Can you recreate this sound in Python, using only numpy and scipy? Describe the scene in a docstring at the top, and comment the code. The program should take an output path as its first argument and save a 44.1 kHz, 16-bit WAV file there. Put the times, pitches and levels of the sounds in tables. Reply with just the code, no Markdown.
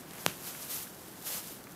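"""Swishes of tinsel: a garland is shaken and pawed at on a bed, close by, in a small furnished room.
Thousands of foil strips brush each other and the garland drags over the bedding.
Single strips tick, a few soft taps sound and paws pad on the mattress.
One sharp knock lands very near and the room answers it, over a low steady room noise."""
import sys
import numpy as np
from scipy import signal
from scipy.fft import rfft, irfft, next_fast_len
from scipy.io import wavfile
from scipy.ndimage import uniform_filter1d

SR = 44100
rng = np.random.default_rng(int(sys.argv[2]) if len(sys.argv) > 2 else 0)


def wrap_up_sound(samples):
    """Save the sound to the file named by the first command line argument, as 16-bit audio."""
    columns = np.atleast_2d(samples).T
    # keep every value between -1 and 1, then stretch to whole-number steps
    tamed = np.clip(columns, -1, 1)
    steps = np.round(tamed * 32767).astype(np.int16)
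    wavfile.write(sys.argv[1], SR, steps)


N = 77175


def undb(db):
    """Decibels to gain."""
    return 10 ** (np.asarray(db) / 20)


def unit(x):
    """Scale to rms 1."""
    return x / np.sqrt(np.mean(x ** 2) + 1e-20)


def colour(x, points):
    """Minimum-phase filter through (f/Hz, level/dB) points."""
    size = next_fast_len(2 * N)
    hz, db = np.array(points).T
    f = np.maximum(np.fft.rfftfreq(size, 1 / SR), 1)
    gain = undb(np.interp(np.log(f), np.log(hz), db))
    cepstrum = irfft(np.log(gain), size)
    cepstrum[1:size // 2] *= 2
    cepstrum[size // 2 + 1:] = 0
    return irfft(rfft(x, size) * np.exp(rfft(cepstrum)), size)[:N]


def band(x, lo_hz, hi_hz):
    """Butterworth band-pass."""
    sos = signal.butter(2, [lo_hz, min(hi_hz, SR / 2 - 1000)], "band", fs=SR, output="sos")
    return signal.sosfilt(sos, x)


def wander(rate_hz):
    """Smooth random drift, rms 1."""
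    hold = int(SR / rate_hz)
    steps = np.repeat(rng.standard_normal(N // hold + 1), hold)
    return unit(uniform_filter1d(steps, hold)[:N])


def contacts(per_s, spread_db):
    """Random clicks of uneven size; mean power is steady at any rate."""
    chance = np.clip(per_s / SR, 1e-4, 1)
    clicks = (rng.random(N) < chance) * rng.choice([-1, 1], N)
    sizes = undb(spread_db * rng.standard_normal(N))
    return unit(clicks * sizes / np.sqrt(chance))


def bursts(t, rows, decay_s, half_width_oct):
    """One decaying band of noise per (t/s, peak/dB, f/Hz) row."""
    out = np.zeros(N)
    ratio = 2 ** half_width_oct
    for at_s, peak_db, hz in rows:
        envelope = (t >= at_s) * np.exp(-np.abs(t - at_s) / decay_s)
        burst = band(rng.standard_normal(N) * envelope, hz / ratio, hz * ratio)
        out += undb(peak_db) * burst / np.abs(burst).max()
    return out


def stereo(mid, side):
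    """Left and right from mid and side."""
    return np.array([mid + side, mid - side])


def foil_rustle(t):
    """Foil strips of many sizes brush together; harder shaking makes more and louder contacts."""
    # shaking strength: t/s, level/dB
    shake = [(0, -50), (.05, -61.5), (.125, -55), (.195, -46), (.25, -47), (.29, -47), (.385, -51),
             (.44, -44.5), (.48, -40), (.55, -46.5), (.59, -47), (.625, -40.5), (.68, -47), (.712, -36.5),
             (.76, -39), (.83, -42), (.895, -52), (1.01, -54.5), (1.09, -52.5), (1.15, -56), (1.24, -47.5),
             (1.27, -36.5), (1.375, -38), (1.415, -46.5), (1.455, -48), (1.487, -44), (1.54, -47.5),
             (1.59, -54.5), (1.675, -62), (1.72, -56.5), (1.75, -62.5)]
    # brushing foil spectrum: f/Hz, level/dB
    foil = [(150, -39), (450, -11), (900, -8.5), (1800, -9.5), (3000, -6), (4800, -4.5), (6500, -3.5),
            (8700, -4), (10500, -2), (12500, 1), (13700, -2.5), (14500, -3.5), (15500, -12.5)]
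    full_per_s, full_db, rate_exponent = 26000, -37.5, .6
    flutter_hz, flutter_db, band_flutter_db = 44.97, 0.78, 0.52
    side_db = -22
    level_db = np.interp(t, *np.array(shake).T)
    power = undb(level_db - full_db) ** 2
    click_spectrum = rfft(contacts(full_per_s * power ** rate_exponent, spread_db=2.5))
    f = np.fft.rfftfreq(N, 1 / SR)
    edges_hz = np.r_[0, np.geomspace(1500, SR / 2, 8)]
    strips = np.zeros(N)
    for lo, hi in zip(edges_hz, edges_hz[1:]):
        in_band = irfft(click_spectrum * ((f >= lo) & (f < hi)), N)
        strips += in_band * undb(band_flutter_db * wander(flutter_hz))
    mid = unit(colour(strips, foil))
    side = undb(side_db) * unit(colour(rng.standard_normal(N), foil))
    return stereo(mid, side) * undb(level_db + flutter_db * wander(flutter_hz))


def bedding_drag(t):
    """A duller scrape swells and fades as the garland slides on the cloth."""
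    # slides: centre t/s, half length/s, level/dB
    slides = [(0.166, 0.1, -53), (0.51, 0.12, -55), (.73, 0.064, -56.5), (1.341, 0.053, -48)]
    # scrape spectrum: f/Hz, level/dB
    scrape = [(150, -27), (500, 3), (1400, 1.5), (3200, -4), (5000, -16), (12000, -11.5)]
    swell = sum(undb(db) * np.exp(-((t - at_s) / half_s) ** 2 / 2) for at_s, half_s, db in slides)
    return swell * unit(colour(contacts(per_s=6000, spread_db=4), scrape))


def strip_ticks(t):
    """Single strips snap, bright and brief."""
    # snaps: t/s, peak/dB, f/Hz
    ticks = [(.008, -49, 10000), (0.1089, -35.5, 4060), (.1345, -33.5, 10000), (1.017, -37.5, 9000),
             (1.2245, -35, 8500), (1.6398, -38.5, 7000), (1.71, -40, 10500), (1.7214, -39.5, 6500)]
    return bursts(t, ticks, decay_s=0.0019, half_width_oct=1)


def soft_taps(t):
    """Light midrange contacts die within milliseconds."""
    # taps: t/s, peak/dB, f/Hz
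    taps = [(.183, -42.5, 1775), (0.549, -36, 1970), (0.8706, -42, 1670), (1.67, -38, 1820)]
    return bursts(t, taps, decay_s=0.003, half_width_oct=0.53)


def paw_pads(t):
    """Paws land on the mattress with low thuds."""
    # paw contacts: t/s, peak/dB, f/Hz
    pads = [(.002, -45, 243), (1.507, -42.5, 263), (1.648, -47, 303)]
    return bursts(t, pads, decay_s=.018, half_width_oct=0.6)


def knock(t):
    """One hard, dry contact with a short low thump."""
    # contact response: f/Hz, gain/dB
    response = [(30, -38), (60, -27.5), (100, -13), (160, 0.5), (260, 1.5), (500, 5), (1500, 2.5),
                (1950, -1), (2800, 2.5), (5000, -6.5), (6500, -4), (9500, -10.5), (12000, -5.5),
                (15500, -24)]
    at_s, impulse_db, lag_hz = .2638, 8, 3470
    thump_hz, thump_drive_db, thump_t60_s = 146.6, -32, 0.058
    impulse = np.zeros(N)
    impulse[int(at_s * SR)] = undb(impulse_db)
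    # all-pass: below lag_hz the knock arrives slightly late
    warped = np.tan(np.pi * lag_hz / SR)
    coeff = (warped - 1) / (warped + 1)
    crack = signal.lfilter([coeff, 1], [1, coeff], colour(impulse, response))
    age_s = np.maximum(t - at_s, 0)
    thump = undb(thump_drive_db - 60 * age_s / thump_t60_s) * np.sin(2 * np.pi * thump_hz * age_s)
    return crack - band(thump, lo_hz=89, hi_hz=1500)


def wall_echoes(t, source):
    """The walls return a dense, fast-dying train of reflections."""
    # wall response: f/Hz, gain/dB
    walls = [(100, 9), (600, -7), (2500, -0.5), (7000, -1.5), (14000, 2.5)]
    delay_s, t60_s, send_db = .0125, 0.23, -11.5
    tail = contacts(per_s=3600, spread_db=4) * (t > delay_s) * undb(-60 * t / t60_s)
    reflections = colour(tail / np.sqrt(np.sum(tail ** 2)), walls)
    return signal.fftconvolve(undb(send_db) * source, reflections)[:N]


def room_noise():
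    """Low, steady room noise, nearly the same in both ears."""
    # noise spectrum: f/Hz, level/dB
    spectrum = [(20, -25), (60, -12.5), (100, -7.5), (165, -1.5), (250, -4), (360, -4.5), (480, -9.5),
                (750, -10), (1100, -13.5), (1650, -14.5), (2400, -21.5), (4500, -24.5), (15000, -25.5)]
    level_db, side_db = -50, -30.5
    mid, side = (unit(colour(rng.standard_normal(N), spectrum)) for _ in range(2))
    return undb(level_db) * stereo(mid, undb(side_db) * side)


def scene():
    """Garland, paws and knock straight ahead; only the knock echoes."""
    t = np.arange(N) / SR
    small_contacts = strip_ticks(t) + soft_taps(t) + paw_pads(t)
    garland = foil_rustle(t) + bedding_drag(t)
    hit = knock(t)
    return garland + small_contacts + hit + wall_echoes(t, hit) + room_noise()


def record(dry):
    """Steep low-pass on the top treble."""
    cutoff_hz = 15650
    lowpass = signal.firwin(801, cutoff_hz, window=("kaiser", 6), fs=SR)
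    return signal.fftconvolve(dry, lowpass[None], mode="same")


dry = scene()
out = record(dry)
wrap_up_sound(out)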